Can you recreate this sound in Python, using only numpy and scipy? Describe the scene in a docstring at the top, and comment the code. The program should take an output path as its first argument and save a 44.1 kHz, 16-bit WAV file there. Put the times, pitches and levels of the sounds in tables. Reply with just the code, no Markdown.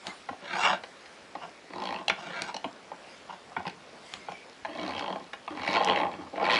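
"""A thread tap in a drill press, turned by hand into a metal block, close to one microphone.
Each pull makes the drive chatter notch by notch over the rub of the cut, and the tap sings thinly.
Knocks sound at the machine, the vise slides and scuffs on the iron table, and chips snap.
Behind it lies a quiet workshop, with a short echo and soft hiss as the hands shift.
A faint high tick, about sixty a second, runs under everything."""
import sys
import numpy as np
from scipy import signal
from scipy.io import wavfile
from scipy.ndimage import uniform_filter1d

SR = 44100
rng = np.random.default_rng(int(sys.argv[2]) if len(sys.argv) > 2 else 0)


def store_pcm(level_fs):
    """Save levels as 16-bit WAV."""
    pcm = np.round(np.clip(level_fs, -1, 1) * 32767).astype(np.int16)
    wavfile.write(sys.argv[1], SR, np.atleast_2d(pcm).T)


N = 290610

# The force of the cut, one table a pull. Each row: time in seconds, level of the press column in dB,
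# middle and treble in dB against it.
PULL_LEVELS = [
    [(1.69, -69, 4, 6), (1.7, -56, -2, -15), (1.72, -49, -6, -26), (1.734, -45, -3, -11),
     (1.746, -42, -15, -13.5), (1.834, -41, -5, -12), (1.838, -38, -7, -8), (1.95, -38, -3.5, -16),
     (1.966, -39, -4, -22), (1.982, -43.5, -6, -16), (2.008, -41.5, -6, -19), (2.016, -39.5, -21, -26),
     (2.042, -59, -9, -27), (2.06, -61, 0, -23)],
    [(4.675, -51, -1, -18), (4.699, -40, -11, -13), (4.741, -57, 7, -6), (4.759, -41, -5, -14),
     (4.773, -54, -8, 0), (4.779, -40, -5.5, -13), (4.885, -38, -7.5, -10), (4.961, -40.5, -2.5, -15),
     (4.985, -33.5, -6, -13), (4.995, -45.5, 5, 1), (5.015, -35.5, -8.5, -22), (5.163, -38.5, -8.5, -21),
     (5.191, -39, -21, -24), (5.197, -59, -12, -10), (5.207, -44, -5, -25), (5.245, -53, 9, 3),
     (5.251, -64, -8, -8), (5.27, -67, 25, 5)],
    [(5.5, -25, -12, -14), (5.512, -43, -3, -11), (5.53, -40.5, -12, -17), (5.548, -52, -8, -20),
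     (5.556, -42, -5, -14.5), (5.75, -31.5, -1, -6.5), (5.768, -24.5, -5, -15), (5.796, -37, -5, -13),
     (5.812, -24, -13, -25), (5.838, -34.5, -2.5, -11), (5.848, -40, 4, -9), (5.858, -32, -11, -22),
     (5.884, -29, 0.5, -12), (5.892, -24.5, -4, -18.5), (5.952, -32.5, -5.5, -23), (5.958, -33.5, 4, -11.5),
     (5.976, -27.5, -5, -20), (6.012, -31.5, -7, -18), (6.038, -28.5, -11, -33), (6.104, -41.5, -16, -31),
     (6.118, -42.5, -5.5, -18), (6.182, -46, -14, -30), (6.224, -43, -5.5, -8), (6.258, -50, -20, -33),
     (6.268, -36, -16, -29), (6.31, -70, -18, -29)],
    [(6.322, -54, -8, -12), (6.34, -37, -20, -24), (6.354, -46, -3, -17), (6.386, -33.5, -10, -29),
     (6.438, -27.5, -11.5, -24.5), (6.456, -33.5, 3, -7.5), (6.492, -26.5, -9.5, -22),
     (6.496, -29.5, 1, -8.5), (6.56, -30, 3, -3), (6.59, -32, 0, -17)],
]
# How the cut bites. Each row: time in seconds, favoured ring of column, middle and treble in Hz,
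# crispness of the notches from 0 to 1.
CUT_BITE = [(1.73, 950, 1900, 4000, .75), (1.8, 950, 3000, 5200, .75), (1.87, 880, 3300, 4100, .8),
            (1.9, 850, 2400, 5300, .7), (1.94, 950, 2700, 4200, .75), (2.02, 880, 3100, 4000, .6),
            (4.72, 620, 2900, 4100, .3), (4.82, 700, 2900, 4000, .35), (4.9, 780, 2200, 4300, .35),
            (4.935, 800, 3100, 5200, .7), (5.0, 850, 3200, 4600, .85), (5.2, 850, 3200, 4400, .95),
            (5.55, 830, 2100, 4100, .5), (5.66, 850, 2000, 4100, .7), (5.74, 900, 2400, 4300, .8),
            (5.79, 820, 3000, 4200, .7), (5.915, 900, 3000, 4100, .85), (5.935, 830, 2250, 4000, .8),
            (6.05, 820, 2100, 4000, .7), (6.2, 820, 2900, 4200, .5), (6.36, 810, 2300, 4300, .35),
            (6.45, 810, 2300, 4800, .55), (6.5, 900, 2300, 4300, .75), (6.515, 950, 3250, 4300, .8),
            (6.54, 1030, 3250, 4300, .8), (6.55, 1040, 2300, 4300, .8)]
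# The favoured rings of column, middle and treble. Each row: width in Hz, level in dB against the rest.
FAVOURED_RINGS = [(130, -2.), (450, -1.), (550, -3.)]


def pulls(press):
    """The cut jolts and rubs the press in five zones of pitch: rumble, column, middle, treble, top."""
    t = np.arange(N) / SR
    column_hz, middle_hz, treble_hz, crispness = curves(CUT_BITE)
    jolts = notch_jolts(press)
    jolts[2] = favour(jolts[2], middle_hz, *FAVOURED_RINGS[1])
    jolts[3] = favour(jolts[3], treble_hz, *FAVOURED_RINGS[2])
    # the jolts' share of the power: the lower zones follow the bite, the upper two are mostly notches
    share = np.r_[np.outer([.5, .85, 1.05], crispness), np.outer([.8, .65], np.ones(N))].clip(0, .95)
    rubbing = rub(press, slips_per_s=3000, spread_db=2.8, shifts_per_s=9)
    zones = np.sqrt(share) * jolts + np.sqrt(1 - share) * rubbing
    zones[1] = favour(zones[1], column_hz, *FAVOURED_RINGS[0])  # rings with rub and jolts alike
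    column, middle, treble = curves(np.concatenate(PULL_LEVELS))
    rumble_db = -45 + 0.52 * (column + 40)
    top_db = -66 + 0.84 * (column + treble + 50)
    gains = gain_of([rumble_db, column, column + middle, column + treble, top_db])
    fade = sum(gate(rows[0][0], rows[-1][0] + 0.02, t, fade_s=0.01) for rows in PULL_LEVELS)
    return fade * ((gains * zones).sum(0) + tap_ring(zones[3]))


# How far the drive has turned, one table a pull. Each row: time in seconds, notches passed.
DRIVE_TURN = [
    [(1.705, -1), (1.736, 0), (1.783, 2), (1.821, 4), (1.89, 8), (1.962, 12), (2.013, 14)],
    [(4.752, 0), (4.797, 2), (4.85, 5), (4.936, 11), (5.024, 17), (5.08, 20), (5.127, 22), (5.159, 23),
     (5.198, 24)],
    [(5.551, 0), (5.619, 3), (5.665, 6), (5.722, 11), (5.806, 20), (5.875, 27), (5.934, 32), (6.015, 38),
     (6.068, 41), (6.139, 44)],
    [(6.359, 0), (6.399, 2), (6.443, 5), (6.499, 10), (6.542, 15), (6.586, 20)],
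]
# The click of a notch in middle and treble. Each row: lower and upper band edge in Hz.
CLICK_BANDS = [
    [1500, 3500],
    [3500, 5500],
]


def notch_jolts(press):
    """Each passing notch jolts the press: a dry click within a short grind of contacts."""
    starts, t = [], np.arange(4096) / SR
    for rows in DRIVE_TURN:
        s, passed = np.transpose(rows)
        starts.extend(np.interp(np.arange(passed[0], passed[-1] + 1), passed, s))
    rings = blows(press, spread_db=1.7, count=len(starts))
    rings *= np.exp(-np.outer([5, 18, 46, 86, 170], t))  # the grip damps them
    grind = rng.standard_normal((len(starts), 1, 500)) * np.exp(-t[:500] / .0018)
    rings[:, 2:, :2048] = peaked(signal.fftconvolve(rings[:, 2:, :1549], grind ** 3, axes=2))
    rings[:, 2:, 2048:] = 0
    for k, edges_hz in enumerate(CLICK_BANDS, start=2):
        band = signal.butter(4, edges_hz, "bandpass", fs=SR, output="sos")
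        rings[:, k] += gain_of(-4) * peaked(signal.sosfilt(band, signal.unit_impulse(4096, 50)))
    jolts = np.zeros((5, N))
    sizes = gain_of(1.4 * rng.standard_normal((len(starts), 5)))  # nearly even
    for start, ring, size in zip(starts, rings, sizes):
        for k in range(5):
            add(jolts[k], start - .0015, size[k] * ring[k])
    return jolts / np.sqrt(running_power(jolts) + 0.13)


# The thin ring of the tap, one table a pull. Each row: time in seconds, level in dB.
TAP_LEVELS = [
    [(1.72, -72), (1.738, -64), (1.76, -71), (1.868, -59), (1.99, -69), (2.04, -80)],
    [(4.72, -69), (4.904, -59), (4.97, -66), (4.984, -58), (5.162, -70), (5.22, -83)],
    [(5.56, -70), (5.696, -49), (5.752, -47), (5.794, -56), (5.986, -59), (6.1, -74)],
    [(6.38, -73), (6.42, -69), (6.454, -53), (6.474, -57), (6.564, -43), (6.59, -48)],
]


def tap_ring(drive):
    """The cut keeps one narrow mode of the tap singing."""
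    ring = resonate(drive, hz=np.full(N, 4400), width_hz=16)
    db, = curves(np.concatenate(TAP_LEVELS))
    return gain_of(db) * ring / np.sqrt(running_power(ring))


# Clear modes of the press. Each row: pitch in Hz, width in Hz, relative strength in dB.
PRESS_MODES = [(91.8, 32, -14), (195.3, 40, -11), (249.6, 34.5, -8.5), (813, 120, 4.5), (1051, 47, 2.5),
               (629, 68, -1.5), (493, 182, 9.5), (1418, 37, -22), (1906, 100, -7.5), (2246, 62, -11.5),
               (2483, 93, -20), (2880, 147, -21), (3227, 150, -13), (3950, 160, -25), (10240, 38, -45)]
# Its many small modes. Each row: frequency in Hz, relative strength in dB.
PRESS_SMALL_MODES = [(35, -62), (60, -35), (242, -18), (400, -9.5), (543, 7), (800, -4), (1100, -0.5),
                     (1300, -7), (2900, -13), (3500, -24.5), (11000, -57), (14300, -85), (22000, -120)]


def drill_press():
    """The column and table of the press, which ring under both the cut and the knocks."""
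    return metal_body(PRESS_MODES, PRESS_SMALL_MODES, borders_hz=[400, 1300, 3600, 6500],
                      small_db=-4.5, width_at_1khz=141, rise_cycles=3, count=140)


# Knocks at the machine, among them a few harder jolts of the drive's notches. Each row: start in seconds,
# column level in dB, rumble, middle and treble in dB against it, favoured ring in Hz, damping factor.
KNOCKS = [(0.0699, -37, -3.5, -6.5, 0, 3390, 1.07), (0.289, -30.5, -7.5, -6, -22, 1400, 0.62),
          (0.331, -36, -30, -25, -34, 1430, 2.3), (0.837, -38.5, -30, -0.5, -6, 2010, 0.74),
          (1.059, -57, -23, 11, 4.5, 2210, 1.1), (1.353, -31.5, -14.5, -10.5, -20, 1860, 0.73),
          (1.823, -34.5, -18, -14, -9, 2200, 3.8), (2.082, -27, -32, 6.5, 1.5, 3200, 1.2),
          (2.0985, -28.5, -22, 3.5, -2, 2500, 2.3), (2.1005, -30.5, -20, 13.5, -9, 2300, 1.74),
          (2.105, -32, -10, -1.5, -15, 1750, 0.61), (2.131, -49, -13, 0, -18, 2300, 2.5),
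          (2.185, -41, -20, -14, -25, 1900, 1.6), (2.421, -40, -3, -8, 4, 3950, 2.6),
          (2.544, -34.5, -10.5, -6, -2, 2900, 1.2), (2.566, -35, -29, -1.5, -0.5, 2950, 0.65),
          (2.644, -29.5, -7.5, -3.5, -16, 2930, 0.86), (2.918, -32.5, -18, -17, -32, 1890, 1.6),
          (3.303, -47, -26, -3, -22.5, 2170, 0.98), (3.33, -45, -8, -13, -24, 1380, 1.3),
          (3.52, -42, -14, -20, -30, 1500, 1.3), (3.566, -27, -10.5, -3, -34, 1400, 0.34),
          (3.604, -33.5, -19, -18, -33, 1910, 2.6), (3.654, -34.5, -3.5, -7, -18, 2070, 1.1),
          (3.666, -42.5, -8, 2.5, -10, 2500, 0.91), (3.67, -31, -12, -6, -12, 2700, 3.8),
          (3.678, -38.5, -30, 3, -4, 2520, 1.3), (3.698, -53, -12, 12, 6, 2430, 1.9),
          (4.1394, -50, -3, 14, 15, 2900, 2.8), (4.286, -31, -16, -7.5, -42, 1470, 0.4),
          (4.32, -35.5, -14, -7, -18, 2320, 1.55), (4.65, -30, -25, -2.5, -16.5, 2060, 0.99),
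          (4.9966, -49, 4.5, 11.5, 5, 3200, 1.6), (5.127, -37, -11, -9, -18, 3160, 1.4),
          (5.333, -39, -37, 5, -5, 1910, 0.4), (5.479, -31, -24, -5.5, -22, 2190, 1.9),
          (5.679, -30, -4.5, 3, -7, 2300, 1.6)]


def knocks(press):
    """Each knock is a short crunch of contacts that rings the press; clear modes linger."""
    out, t, rows = np.zeros(N), np.arange(4096) / SR, np.array(KNOCKS)
    favoured_hz, dampings = rows[:, 5:].T
    _, borders_hz, _ = press
    rings = blows(press, spread_db=2.5, count=len(rows))
    envelope = np.exp(-np.pi * 200 * t) - np.exp(-t / 0.00048)
    favoured = np.sin(2 * np.pi * np.outer(favoured_hz, t)) * envelope
    rings[np.arange(len(rows)), np.searchsorted(borders_hz, favoured_hz)] += peaked(favoured)
    rings = peaked(rings)
    for zone, mode, db in [(0, 1, -1), (1, 3, 4.5)]:  # every blow finds the main modes of table and column
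        hz, width_hz, _ = PRESS_MODES[mode]
        rise = 1 - np.exp(-t * hz / 1.6)
        rings[:, zone] += gain_of(db) * peaked(dying_sine(hz, width_hz, t) * rise)
    crunch = rng.standard_normal((len(rows), 400)) * (rng.random((len(rows), 400)) < .06)
    crunch[:, 0] = 1.32  # a firm first contact
    crunch *= np.exp(-np.outer(np.maximum(dampings, 1.1), t[:400]) / 0.0054)
    clear_hz = np.array([PRESS_MODES[k][0] for k in (7, 8, 10, 11)])
    for (s, db, rumble, middle, treble, hz, damping), ring, contacts in zip(rows, rings, crunch):
        decay = np.exp(-np.outer([3.3, 67, 960, 1500, 61], t) * np.clip(damping - .6, .25, 8))
        gains = gain_of(db + np.array([rumble, 0, middle, treble, treble - 16.5]))
        zones = gains[:, None] * peaked(signal.oaconvolve(ring * decay, contacts[None], axes=1))
        add(out, s - .001, zones[1:].sum(0))
        add(out, s + 0.00612, zones[0])  # the heavy table answers late
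        octaves_away = abs(np.log2(clear_hz / hz))
        linger = gain_of(-11 * octaves_away) @ dying_sine(clear_hz[:, None], 47 * damping, t)
        add(out, s, gain_of(db + middle - 7) * linger * np.minimum(t / 0.0027, 1))
    return out


# Clear modes of the vise. Each row: pitch in Hz, width in Hz, relative strength in dB.
VISE_MODES = [(198, 80, -1), (358, 28, -14.5), (747, 210, 1), (1400, 200, -1), (1910, 110, -19),
              (2300, 240, 2), (2750, 110, -2.5), (3390, 95, -12), (3740, 54, -12), (4900, 62, -22),
              (5630, 44, -17), (6640, 61, -16), (7830, 210, -29)]
# Its many small modes. Each row: frequency in Hz, relative strength in dB.
VISE_SMALL_MODES = [(35, -60), (60, -39), (351, -18.5), (456, -16.5), (753, -11.5), (1390, -4), (2550, -18),
                    (2780, -1), (3240, -12), (4800, -13), (6500, -28.5), (9000, -33.5), (11000, -52),
                    (14300, -73), (22000, -120)]


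def vise_body():
    """The metal of the vise, which rings when it is rubbed."""
    return metal_body(VISE_MODES, VISE_SMALL_MODES, borders_hz=[400, 1050, 2000, 4000],
                      small_db=-2.7, width_at_1khz=192, rise_cycles=2.5, count=180)


# The vise on the move, one table a slide. Each row: time in seconds, strength in dB, brightness in dB.
VISE_SLIDES = [
    [(0.4, -48, -14), (0.454, -44.5, 3), (0.52, -36, 1.5), (0.6, -24.5, -6.5), (0.636, -24.5, -2.5),
     (0.648, -19, -3), (0.7, -25.5, -5.5), (0.745, -32.5, -7), (0.775, -55, 1), (0.81, -64, -10)],
    [(1.4, -51, -6), (1.404, -41, -1), (1.422, -36.5, -11), (1.434, -44.5, -1), (1.448, -45.5, -7),
     (1.49, -60, 2)],
    [(2.14, -47, -2), (2.166, -51, 8), (2.298, -40.5, -4.5), (2.346, -36.5, -1), (2.474, -39.5, 1.5),
     (2.496, -35, -6), (2.53, -50, -5)],
    [(3.27, -52, -10), (3.3, -43, -9), (3.345, -49.5, -1), (3.38, -85, -2)],
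]
# How its zones answer, low to high. Each row: offset in dB, dB per dB of strength and of brightness.
SLIDE_RESPONSE = [(-12, 0.41, -0.026), (-3.5, 0.7, -0.51), (-3.5, 0.97, -0.0016), (-5, 0.93, 0.45),
                  (-14, 0.95, 0.53)]


def vise_slides(vise):
    """The vise scuffs over the iron table in tiny slips, silent between slides."""
    t, gains = np.arange(N) / SR, np.zeros((5, N))
    offset_db, follows, brightens = np.transpose(SLIDE_RESPONSE)[:, :, None]
    for rows in VISE_SLIDES:
        strength, brightness = curves(rows)
        db = offset_db - 40.5 + follows * (strength + 39.5) + brightens * brightness
        gains += gate(rows[0][0], rows[-1][0] + 0.0069, t, fade_s=0.04) * gain_of(db)
    return (gains * rub(vise, slips_per_s=2500, spread_db=1.5, shifts_per_s=16)).sum(0)


# Chips breaking at the cut. Each row: start in seconds, level in dB, pitch in Hz,
# cycles to die to about a third.
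CHIP_SNAPS = [(0.0689, -21, 3800, .6), (0.0695, -12.5, 3600, 0.52), (2.42, -16.5, 4060, 1.8),
              (2.4211, -12.5, 6130, 0.53), (4.1383, -16.5, 3080, 1.2), (4.994, -29, 4800, 1.2),
              (5.8473, -14, 5500, 1.3), (5.8485, -25, 7000, 0.98)]


def chip_snaps():
    """A snapping chip is a hard pulse: a sine that starts at once and dies in a cycle or two."""
    out, t = np.zeros(N), np.arange(200) / SR
    for s, db, hz, cycles in CHIP_SNAPS:
        add(out, s, gain_of(db) * np.sin(2 * np.pi * hz * t) * np.exp(-t * hz / cycles))
    return out


# Hands shifting at the machine. Each row: peak time in seconds, peak in dB, rise and fall in dB a second.
HAND_SWELLS = [(0.074, -43.5, 225, 85), (.84, -56.5, 898, 51), (1.08, -58.5, 113, 58), (3.1, -53.5, 66, 55),
               (4.138, -47, 79, 119), (4.32, -57, 155, 150)]
# The colour of their hiss. Each row: frequency in Hz, relative level in dB.
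HAND_COLOUR = [(150, -37), (700, 3.5), (2000, -4.5), (4500, -5.5), (7500, -12.5), (11000, -24)]
# Faint squeaks in it. Each row: start and length in seconds, pitch and width in Hz, level in dB.
HAND_SQUEAKS = [(0.054, 0.076, 2055, 40.4, -46.5), (2.202, 0.1, 6270, 60, -67),
                (4.009, 0.33, 2126, 50, -56.5), (4.233, 0.25, 2320, 95, -52.5)]


def hands():
    """Shifting hands make soft swells of broad noise, with narrow fuzzy squeaks."""
    t, gain = np.arange(N) / SR, np.zeros(N)
    for s, db, rise, fall in HAND_SWELLS:
        gain += gain_of(db + np.minimum(rise * (t - s), fall * (s - t)))
    out = gain * noise(HAND_COLOUR, patchy_db=4.4)
    for s, length, hz, width_hz, db in HAND_SQUEAKS:
        size = round(length * SR)
        pole = np.exp(-np.pi * width_hz / SR)
        drift = signal.lfilter([1], [1, -pole], rng.standard_normal((2, SR)))[:, -size:]
        tone = ((drift[0] + 1j * drift[1]) * np.exp(2j * np.pi * hz * t[:size])).real
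        add(out, s, gain_of(db) * unit_rms(tone) * signal.windows.tukey(size, .6))
    return out


def ticking(db=-45, per_s=59.94):
    """A faint regular tick in the treble, every second one weaker, sizes uneven."""
    train, starts = np.zeros(N), np.arange(.0268, N / SR, 1 / per_s)
    uneven_db = 3 * rng.standard_normal(len(starts)) - 3.1 * (np.arange(len(starts)) % 2)
    train[(starts * SR).astype(int)] = gain_of(db + uneven_db)
    return np.convolve(train, dying_sine(hz=5040, width_hz=1070, t=np.arange(128) / SR))[:N]


def workshop_echo(x, t60_s):
    """The room returns sparse, dulled echoes of random sign that die away."""
    echoes = np.zeros(SR // 2)
    at = np.arange(200, len(echoes) - 20, 20)
    sizes = rng.choice([-1., 1.], len(at)) * gain_of(-60 * at / SR / t60_s)
    echoes[at + rng.integers(0, 20, len(at))] = sizes
    echoes = signal.lfilter([1], [1, -.6], echoes)
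    return signal.oaconvolve(x, echoes / np.linalg.norm(echoes))[:N]


# The quiet workshop around the microphone. Each row: frequency in Hz, relative level in dB.
ROOM_COLOUR = [(15, -41), (25, -10.5), (153, -16), (178, -5.5), (364, -6), (403, -2), (446, -4.5),
               (591, -4), (1010, -9), (1090, -8.5), (2060, -11.5), (2230, -10.5), (2530, -13), (4790, -19),
               (11100, -33.5), (14400, -55), (22000, -120)]


def room_tone():
    """The room hisses softly behind the work."""
    return gain_of(-51.5) * noise(ROOM_COLOUR, patchy_db=1.58)


def metal_body(clear, small, borders_hz, small_db, width_at_1khz, rise_cycles, count):
    """A metal part: its modes as dying complex tones, the borders of its zones, the zone of each mode."""
    small_hz = np.geomspace(120, 11000, count) * rng.uniform(0.99, 1.03, count)
    hz, width, db = np.transpose(clear)
    hz = np.r_[hz, small_hz]
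    db = np.r_[db, spectrum_at(small, small_hz) + small_db]
    width = np.r_[width, width_at_1khz * np.sqrt(small_hz / 1000)]  # high modes lose energy faster
    t = np.arange(4096) / SR
    tones = np.exp(np.outer(2j * np.pi * hz - np.pi * width, t))
    rise = (1 - np.exp(-np.outer(hz, t) / rise_cycles)) ** 2  # low modes take longer to build up
    return (gain_of(db) * width)[:, None] * tones * rise, borders_hz, np.searchsorted(borders_hz, hz)


def blows(part, spread_db, count):
    """One ring a blow and zone: each blow meets the modes with its own strengths and phases."""
    tones, _, zone = part
    chance = rng.standard_normal((count, 2, len(zone)))
    weight = gain_of(spread_db * chance[:, 0]) * np.exp(2j * np.pi * chance[:, 1])
    rings = [(weight[:, zone == k] @ tones[zone == k]).real for k in range(5)]
    return peaked(np.stack(rings, axis=1))


def rub(part, slips_per_s, spread_db, shifts_per_s, spots=6):
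    """Tiny uneven slips ring the part; the contact wanders, so the colour shifts. Zones of rms 1."""
    rings = blows(part, spread_db, count=spots)
    slips = np.minimum(rng.exponential(1, N), 5) * (rng.random(N) < slips_per_s / SR)
    slips *= rng.choice([-1, 1], N)
    place = np.arange(N) / SR * shifts_per_s % spots
    apart = (place - np.arange(spots)[:, None] + 1) % spots - 1
    slips = slips * np.cos(np.pi / 2 * np.clip(apart, -1, 1))  # each spot fades into the next
    return np.array([unit_rms(signal.oaconvolve(slips, rings[:, k], axes=1).sum(0)[:N]) for k in range(5)])


def favour(x, hz, width_hz, db):
    """Adds a moving ring to x at a steady level against it."""
    ring = resonate(x, hz, width_hz)
    ring *= np.sqrt(running_power(x) / running_power(ring))
    return (x + gain_of(db) * ring) / np.sqrt(1 + gain_of(2 * db))


def resonate(x, hz, width_hz):
    """A moving resonance: shifts the curve hz down to zero, smooths, and shifts back."""
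    turn = np.exp(2j * np.pi * np.cumsum(hz) / SR)
    pole = np.exp(-np.pi * width_hz / SR)
    return 2 * (turn * signal.lfilter([1 - pole], [1, -pole], x / turn)).real


def noise(colour, patchy_db):
    """Steady noise of a given colour with drifting patches."""
    frames, hz = N // 256 + 5, np.fft.rfftfreq(1024, 1 / SR)
    real, imag, patches = rng.standard_normal((frames, 513, 3)).T
    patches = unit_rms(uniform_filter1d(uniform_filter1d(patches, 14, 0), 12, 1))
    spectra = (real + 1j * imag) * gain_of(spectrum_at(colour, hz)[:, None] + patchy_db * patches)
    return unit_rms(signal.istft(spectra, nperseg=1024, noverlap=768)[1][:N])


def dying_sine(hz, width_hz, t):
    """One struck mode: the wider, the sooner it dies."""
    return np.sin(2 * np.pi * hz * t) * np.exp(-np.pi * width_hz * t)


def curves(rows):
    """Draws each column after the time as a line through the scene."""
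    s, *columns = np.transpose(rows)
    return [np.interp(np.arange(N) / SR, s, column) for column in columns]


def gate(start_s, end_s, t, fade_s):
    """Fades in from the start and out towards the end."""
    return np.clip(np.minimum(t - start_s, end_s - t) / fade_s, 0, 1)


def spectrum_at(points, hz):
    """Reads a spectrum on a log frequency axis."""
    point_hz, db = np.transpose(points)
    return np.interp(np.log(hz + 1), np.log(point_hz + 1), db)


def gain_of(db):
    """Decibels to gain."""
    return 10 ** (np.asarray(db) / 20)


def unit_rms(x):
    """Scales to rms 1."""
    return x / np.sqrt(np.mean(x ** 2) + 1e-20)


def peaked(rings):
    """Scales each ring to a short-time peak rms of 1."""
    return rings / np.sqrt(uniform_filter1d(rings ** 2, size=180).max(-1, keepdims=True))


def running_power(x):
    """Mean power over a tenth of a second."""
    return abs(uniform_filter1d(x ** 2, size=4410)) + 1e-12


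def add(mix, s, sound):
    """Mixes a sound in at s seconds."""
    part = mix[round(s * SR):][:len(sound)]
    part += sound[:len(part)]


def scene():
    """Press and vise close up in the workshop, over hiss and a faint tick, in mono."""
    press, vise = drill_press(), vise_body()
    near = pulls(press) + knocks(press) + chip_snaps() + vise_slides(vise)
    background = room_tone() + hands() + ticking()
    return (near + gain_of(-12.5) * workshop_echo(near, t60_s=0.22) + background)[None]


def record(dry):
    """The microphone drops the deep bass, and the highest treble is cut off."""
    low_cut = signal.butter(3, 62, "highpass", fs=SR, output="sos")
    high_cut = signal.firwin(511, 11050, window=("kaiser", 9), fs=SR)
    return signal.oaconvolve(signal.sosfilt(low_cut, dry), high_cut[None], "same")


dry = scene()
out = record(dry)
store_pcm(out)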